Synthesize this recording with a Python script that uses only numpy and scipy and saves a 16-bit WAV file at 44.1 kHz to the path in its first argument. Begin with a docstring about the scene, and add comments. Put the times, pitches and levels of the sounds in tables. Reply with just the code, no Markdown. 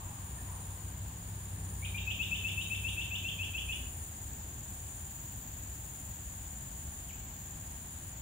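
"""A forest path, with a stereo microphone facing the bushes. Close by on the left a hidden babbler gives
one quick series of fifteen up-flicked whistles, thrown back by leaves and trunks. Two cicadas drone in
the trees, their timbals driving resonant bodies, and two bush crickets buzz their wings in swelling
phrases over the hiss of a far chorus. In the distance an engine hums and fades and other birds chip
faintly; under it all lie the rumble and hiss of the forest air."""
import sys
import numpy as np
from scipy import signal
from scipy.fft import rfft, irfft
from scipy.io import wavfile

SR = 44100
rng = np.random.default_rng(int(sys.argv[2]) if len(sys.argv) > 2 else 0)


def waveform_to_disk(signal):
    """Save audio, clipped to [-1, 1], as 16-bit WAV at the path in sys.argv[1]."""
    frames = np.transpose(np.atleast_2d(signal))
    scaled = np.clip(frames, -1, 1) * 32767
    samples = np.round(scaled).astype(np.int16)
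    wavfile.write(sys.argv[1], SR, samples)


N = 362061
TIME = np.arange(N) / SR

# the babbler's whistles: t/s, length/s, f/Hz, level/dB
BABBLER_NOTES = [(1.819, .021, 2300, -45.5), (1.937, 0.033, 2429, -38.5), (2.064, 0.037, 2587, -33),
                 (2.187, 0.032, 2610, -31.5), (2.307, 0.037, 2626, -31), (2.433, 0.043, 2626, -32),
                 (2.563, .041, 2667, -34), (2.696, .043, 2617, -31.5), (2.831, .045, 2637, -33),
                 (2.962, 0.043, 2663, -34), (3.101, .044, 2652, -35), (3.231, 0.047, 2693, -34),
                 (3.378, 0.047, 2650, -34), (3.528, .044, 2650, -34.5), (3.674, .041, 2650, -36)]
# body resonances of the near and the far cicada: f/Hz, nominal width/Hz, relative level/dB
NEAR_CICADA_BODY = [(6900, 270, -9), (7050, 135, -0.5), (7170, 540, -8), (7500, 75, -5.5),
                    (7530, 380, -5.5), (14030, 1400, -15), (14150, 290, -3.5), (14600, 620, -20),
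                    (15400, 980, -13.5)]
FAR_CICADA_BODY = [(6790, 460, -3), (7120, 630, -3.5), (7585, 385, -2), (14320, 420, -5.5),
                   (15400, 800, -7.5)]
# how hard the cicadas sing: t/s, level/dB, overtone gain/dB
CICADA_EFFORT = [(0, -52, -0.5), (1.5, -52.5, 0.2), (2.3, -50, 1.5), (3.5, -50, 0.8), (4.6, -49.5, -.6),
                 (5.5, -49.3, 0.2), (6.9, -49.4, -0.5), (8.21, -50.5, -1)]
# phrases of the two crickets: start/s, end/s, stroke rate/Hz, final level at the insect/dB
RINGING_CRICKET_PHRASES = [(-.2, .758, 80, -55.5), (.92, 1.948, 102, -55), (2.099, 3.075, 89, -54),
                           (3.128, 4.279, 86, -55.5), (4.2, 5.42, 110, -57), (5.5, 6.673, 93, -59.5),
                           (7.3, 7.996, 90, -61)]
RASPING_CRICKET_PHRASES = [(-.1, 0.93, 102, -54.5), (1.15, 1.973, 87.5, -54), (2.35, 2.98, 100, -52.5),
                           (3.3, 4.049, 85.5, -53), (4.45, 5.078, 83, -54.5), (5.45, 6.074, 86.5, -55),
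                           (6.1, 7.1, 89, -55), (7.4, 8.124, 87, -54)]
# the distant engine's run: t/s, firing rate/Hz, level/dB
ENGINE_RUN = [(0, 32.6, -49.5), (.6, 30.4, -45.5), (1.2, 34.3, -46.5), (1.7, 31.2, -40.5), (2.3, 32.4, -41),
              (2.9, 32.8, -45), (3.6, 30.4, -45), (4.4, 24.8, -53), (5.5, 21.8, -66), (8.21, 25.7, -67)]
# its harmonics: multiple of the firing rate, relative level/dB
FIRING_ORDERS = [(2, -4.5), (3, -1), (4, -24.5), (5, -12.5), (6, -17.5), (7, -30)]
# falling chips of far birds: t/s, length/s, first f/Hz, last f/Hz, level at the bird/dB
FAR_CHIPS = [(0.379, 0.018, 2010, 1610, -48), (7.083, .032, 3460, 2230, -47)]
# spectrum of the forest air: f/Hz, relative level/dB
AIR_SPECTRUM = [(20, -22), (40, -8), (60, 2.5), (100, -0.5), (150, -8), (250, -14.5), (480, -28),
                (800, -19.5), (1300, -27.5), (1700, -23.5), (2100, -28.5), (3300, -28), (4200, -32),
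                (5500, -35.5), (11500, -46), (16000, -40.5)]
# how alike the air is on the two sides of the microphone: f/Hz, correlation
AIR_COHERENCE = [(60, 1), (150, 1), (350, 0.76), (700, 0.37), (1300, -0.14), (3000, 0.14), (8000, -0.076)]
# a soft far rush that dies away: t/s, level/dB
FAR_RUSH = [(0, -55), (.45, -61), (.54, -55), (.62, -59.5), (1, -64.5), (2, -65), (8.21, -82.5)]


def babbler(direct_flick_db=-5, first_side_db=9.5, last_side_db=4):
    """Close on the left: the notes move towards the centre, heard directly and by way of the foliage."""
    whistles, flicks, direct = np.zeros(N), np.zeros(N), np.zeros((2, N))
    waver, rasp, flutter = .009 * drift(150), .05 * drift(500), from_db(1.7 * drift(80))
    starts, _, _, levels = np.transpose(BABBLER_NOTES)
    for start, length, hz, db in BABBLER_NOTES:
        span = slice(int(start * SR), int((start + .1) * SR))
        t = TIME[span] - TIME[span][0]
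        along = (start - starts.min()) / np.ptp(starts)   # 0 at the first note, 1 at the last
        flick_db = -35.5 + .29 * (db - levels.mean())   # partly follows the whistle's level
        note = babbler_note(t, length, hz, db, flick_db, along, waver[span], rasp[span])
        whistle, flick = flutter[span] * note
        whistles[span] += whistle
        flicks[span] += flick
        side_db = first_side_db + (last_side_db - first_side_db) * along
        direct[:, span] += (whistle + from_db(direct_flick_db) * flick) * pan(side_db)
    direct[0] = np.roll(direct[0], 2)   # the path to the left side is slightly longer
    return foliage(direct, whistles, flicks)


def babbler_note(t, length, hz, db, flick_db, along, waver, rasp):
    """A note scoops up to a clean whistle, then breaks into a rough flick; gives the two parts."""
    scoop_hz, climb_hz_per_s, onset_db, overtone_db = 341, 1900, -11.5, -26
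    bend_s, rise_s, fall_s, release_s = .00803, .0055, .00583, .0034
    bend_hz, end_hz = 334, 2491
    warmed_up = min(along / .24, 1)   # the first whistle holds its pitch, later ones climb
    tired = along ** 2.9   # as the bird tires, the scoop slows and the flick tops out lower
    scoop = np.exp(-t / (.005 + .0096 * tired))
    top_hz = 3817 - 270 * tired
    climb = warmed_up * climb_hz_per_s * length / 2
    # the flick bends up loudly, shoots to its top as it fades, and drops back
    bend_at, top_at, end_at = length + np.cumsum([bend_s, rise_s, fall_s])
    pitch = np.interp(t, [0, length, bend_at, top_at, end_at],
                      [hz - climb, hz + climb, hz + climb + bend_hz, top_hz, end_hz])
    broken = np.clip(2 * (t - length) / bend_s, 0, 1)   # 0 in the whistle, 1 in the flick
    pitch = np.minimum((pitch - scoop_hz * scoop) * (1 + waver + broken * rasp), top_hz)
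    whistle_db = db + np.array([onset_db, onset_db * (.25 + .4 * tired), 1.5, -1.6])
    level_db = np.interp(t, [0, length / 4, length / 2, length, bend_at, top_at],
                         [*whistle_db, flick_db, flick_db - 5.5])
    gate = (1 - scoop) * np.clip(1 - (t - end_at) / release_s, 0, 1)
    phase = 2 * np.pi * np.cumsum(pitch) / SR
    note = from_db(level_db) * gate * (np.sin(phase) + from_db(overtone_db) * np.sin(2 * phase))
    return note * (1 - broken), note * broken


def foliage(direct, whistles, flicks, stems_db=-10, trunks_db=-3, wood_db=1.3, shade_hz=3350):
    """The bush, its stems and the trees around it throw the babbler's notes back to the microphone."""
    flicks = signal.sosfilt(signal.butter(8, [3900, 4400], "stop", fs=SR, output="sos"), flicks)
    # the leaves right around the bird blur mainly the flick
    into_bush = from_db(-12) * whistles + from_db(3.5) * flicks
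    bush = scatter(into_bush, t60=.06, delay_s=.001, echoes_per_s=4000)
    # nearby stems and the ground answer a moment later
    stems = from_db(stems_db) * scatter(whistles + flicks, t60=.025, delay_s=.012, echoes_per_s=3000)
    # leaves shade the top of the flick nearby; it returns in full from the trunks, then the whole wood
    near = signal.sosfilt(signal.butter(3, shade_hz, fs=SR, output="sos"), direct + bush + stems)
    outward = from_db(-6) * whistles + flicks
    trunks = scatter(outward, t60=.07, delay_s=.024, echoes_per_s=4000)
    wood = scatter(outward, t60=.6, delay_s=.012, echoes_per_s=3000)
    return near + from_db(trunks_db) * trunks + from_db(wood_db) * wood


def cicadas(near_db=-2, far_db=-.5):
    """Up in the trees: one throbs on the left, a smoother one farther off, just right of centre."""
    effort_db, overtone_db = in_time(CICADA_EFFORT)
    near = cicada(NEAR_CICADA_BODY, overtone_db, throb_hz=19.4, throb_db=3, click_db=2.6)
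    far = cicada(FAR_CICADA_BODY, overtone_db, throb_hz=21.2, throb_db=1.6, click_db=1.3)
    return from_db(effort_db) * (from_db(near_db) * pan(7.5) * near + from_db(far_db) * pan(-.72) * far)


def cicada(body, overtone_db, throb_hz, throb_db, click_db, overtone_above_hz=10000):
    """Timbals buckle four times in each throb and drive the body; the trees smear the pulses."""
    phase = 2 * np.pi * np.cumsum(throb_hz * (1 + .008 * drift(.5))) / SR
    pulse_db = throb_db * (np.cos(phase) - .3 * np.cos(2 * phase)) + click_db * np.cos(4 * phase)
    drive = rng.standard_normal((2, N)) * from_db(pulse_db)
    song = np.zeros((2, N))
    for k, (hz, width_hz, db) in enumerate(body):
        gain = from_db(db + overtone_db if hz > overtone_above_hz else db)
        song += gain * resonate(np.roll(drive, 20 * k, axis=1), hz, 1.27 * width_hz)
    return rms_one(song)


def crickets():
    """In the undergrowth, which blurs them: a ringing cricket on the right, a rasping one on the left."""
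    ringing = cricket(RINGING_CRICKET_PHRASES, carrier_hz=9209.5, rise_hz_per_s=14, swell_db=5, rasp=.54)
    rasping = cricket(RASPING_CRICKET_PHRASES, carrier_hz=9260, rise_hz_per_s=32, swell_db=10.3, rasp=.98)
    pair = pan(-4) * ringing + pan(2.4) * rasping
    pair = signal.sosfilt(signal.butter(4, [8500, 10200], "band", fs=SR, output="sos"), pair)
    pair[1] = np.roll(pair[1], 1)   # the sound reaches the right side a little later
    return .7 * pair + .7 * scatter(pair, t60=.16, delay_s=.002, echoes_per_s=8000)


def cricket(phrases, carrier_hz, rise_hz_per_s, swell_db, rasp, attack_s=.042, release_s=.0096):
    """Each wing stroke is a falling ping plus tooth noise (rasp, 0-1); phrases swell and stop short."""
    song = np.zeros(N)
    wander, stumble, scrape = 140 * drift(90), .12 * drift(6), rng.standard_normal(N)
    stroke_width = .21 * (1.5 - .5 * rasp)   # purer strokes ring longer
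    for start, end, stroke_hz, db in phrases:
        span = slice(max(int(start * SR), 0), int(end * SR))
        t, hz = TIME[span], carrier_hz + rise_hz_per_s * end
        stroke = (t * stroke_hz + stumble[span] + rng.random()) % 1 - .5   # 0 in mid-stroke
        pulse = np.exp(-(stroke / stroke_width) ** 2)
        pitch = hz + rasp * (rasp * wander[span] - 520 * stroke)
        ping = np.sin(2 * np.pi * np.cumsum(pitch) / SR)
        teeth = rms_one(resonate(scrape[span], hz, width_hz=1100))
        swell = from_db(db - swell_db * ((end - t) / (end - start)) ** 2)
        gate = np.clip(np.minimum((t - start) / attack_s, (end - t) / release_s), 0, 1)
        song[span] += swell * gate * rms_one(pulse * (ping + rasp * teeth))
    return song


def engine(waver_db=1):
    """Far off: only the low firing orders carry, wavering on the way, with a slower-fading rumble."""
    firing_hz, db = in_time(ENGINE_RUN)
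    phase = 2 * np.pi * np.cumsum(firing_hz * (1 + .0066 * drift(4.1))) / SR
    hum = sum(from_db(order_db + waver_db * drift(6.4)) * np.sin(order * phase + 2 * np.pi * rng.random())
              for order, order_db in FIRING_ORDERS)
    rumble = rms_one(resonate(rng.standard_normal(N), hz=270, width_hz=380))
    rumble_db = -62 + .37 * (db - db.max())
    return (from_db(db) * rms_one(hum) + from_db(rumble_db) * rumble) * pan(1)


def far_birds():
    """Deep in the wood: short chips that swell as they fall, half lost in their own echoes."""
    chips = np.zeros(N)
    for start, length, from_hz, to_hz, db in FAR_CHIPS:
        along = np.clip((TIME - start) / length, 0, 1)
        pitch = (to_hz + (from_hz - to_hz) * (1 - along) ** 1.3) * (1 + .035 * drift(300))
        swell = np.abs(np.sin(np.pi * along ** 1.3)) ** .5
        chips += from_db(db) * swell * np.sin(2 * np.pi * np.cumsum(pitch) / SR)
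    return .48 * chips + .69 * scatter(chips, t60=.5, delay_s=.0036, echoes_per_s=2200)


def far_chorus(level_db=-63):
    """All around, many distant crickets merge into a hiss."""
    return from_db(level_db) * rms_one(resonate(rng.standard_normal((2, N)), hz=9400, width_hz=1300))


def forest_air(level_db=-46):
    """Low rumble alike on both sides of the microphone, a diffuse hiss above it, and a far rush."""
    hz = np.arange(N // 2 + 1) * SR / N
    alike = at_hz(AIR_COHERENCE, hz)
    mid, side = rfft(rng.standard_normal((2, N)))
    left_right = np.sqrt(1 + alike) * mid + np.sqrt(1 - alike) * side * [[1], [-1]]
    bed = rms_one(irfft(left_right * from_db(at_hz(AIR_SPECTRUM, hz)), N))
    rush = rms_one(resonate(rng.standard_normal((2, N)), hz=925, width_hz=390))
    rush_db = in_time(FAR_RUSH)[0]
    return from_db(level_db) * bed * pan(1.75) + from_db(rush_db) * rush * pan(2.1)


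def scatter(x, t60, delay_s, echoes_per_s):
    """Leaves and trunks return random echoes, different on each side, that fall 60 dB in t60 seconds."""
    t = TIME[:SR]
    echoes = rng.standard_normal((2, SR)) * (rng.random((2, SR)) < echoes_per_s / SR)
    echoes *= from_db(-60 * t / t60) * np.clip(t / delay_s - 1, 0, 1)
    echoes /= np.sqrt(np.sum(echoes ** 2, axis=1, keepdims=True))
    return signal.fftconvolve(np.atleast_2d(x), echoes, axes=1)[:, :N]


def resonate(x, hz, width_hz):
    """Two like resonances in series, each width_hz wide with gain 1 at its peak."""
    r = np.exp(-np.pi * width_hz / SR)
    b, a = np.array([1, 0, -1]) * (1 - r * r) / 2, [1, -2 * r * np.cos(2 * np.pi * hz / SR), r * r]
    return signal.lfilter(b, a, signal.lfilter(b, a, x))


def drift(rate_hz, step=40, settle=4000):
    """Smooth random wander with spread 1, mostly slower than rate_hz."""
    r = np.exp(-2 * np.pi * rate_hz * step / SR)
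    noise = rng.standard_normal(N // step + settle + 2)
    slow = signal.lfilter([1], [1, -2 * r, r * r], noise)[settle:]
    return np.interp(np.arange(N) / step, np.arange(len(slow)), rms_one(slow))


def in_time(rows):
    """Each column of a timed table at every sample."""
    times, *columns = np.transpose(rows)
    return [np.interp(TIME, times, column) for column in columns]


def at_hz(points, hz):
    """Read a spectrum on a log-frequency axis."""
    f, value = np.transpose(points)
    return np.interp(np.log(hz + 1), np.log(f), value)


def pan(side_db):
    """Left and right gains, the left side_db above the right."""
    return from_db(np.array([[side_db], [-side_db]]) / 2)


def from_db(db):
    """Decibels to gain."""
    return 10 ** (np.asarray(db) / 20)


def rms_one(x):
    """Scale to unit power."""
    return x / np.sqrt(np.mean(x ** 2) + 1e-20)


def scene():
    """Birds, insects, engine and air as they reach the path."""
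    return babbler() + far_birds() + cicadas() + crickets() + far_chorus() + engine() + forest_air()


def record(dry):
    """The microphone's signal, cut steeply at the top."""
    cutoff_hz = 15650
    return signal.sosfilt(signal.ellip(12, .2, 80, cutoff_hz, fs=SR, output="sos"), dry)


dry = scene()
out = record(dry)
waveform_to_disk(out)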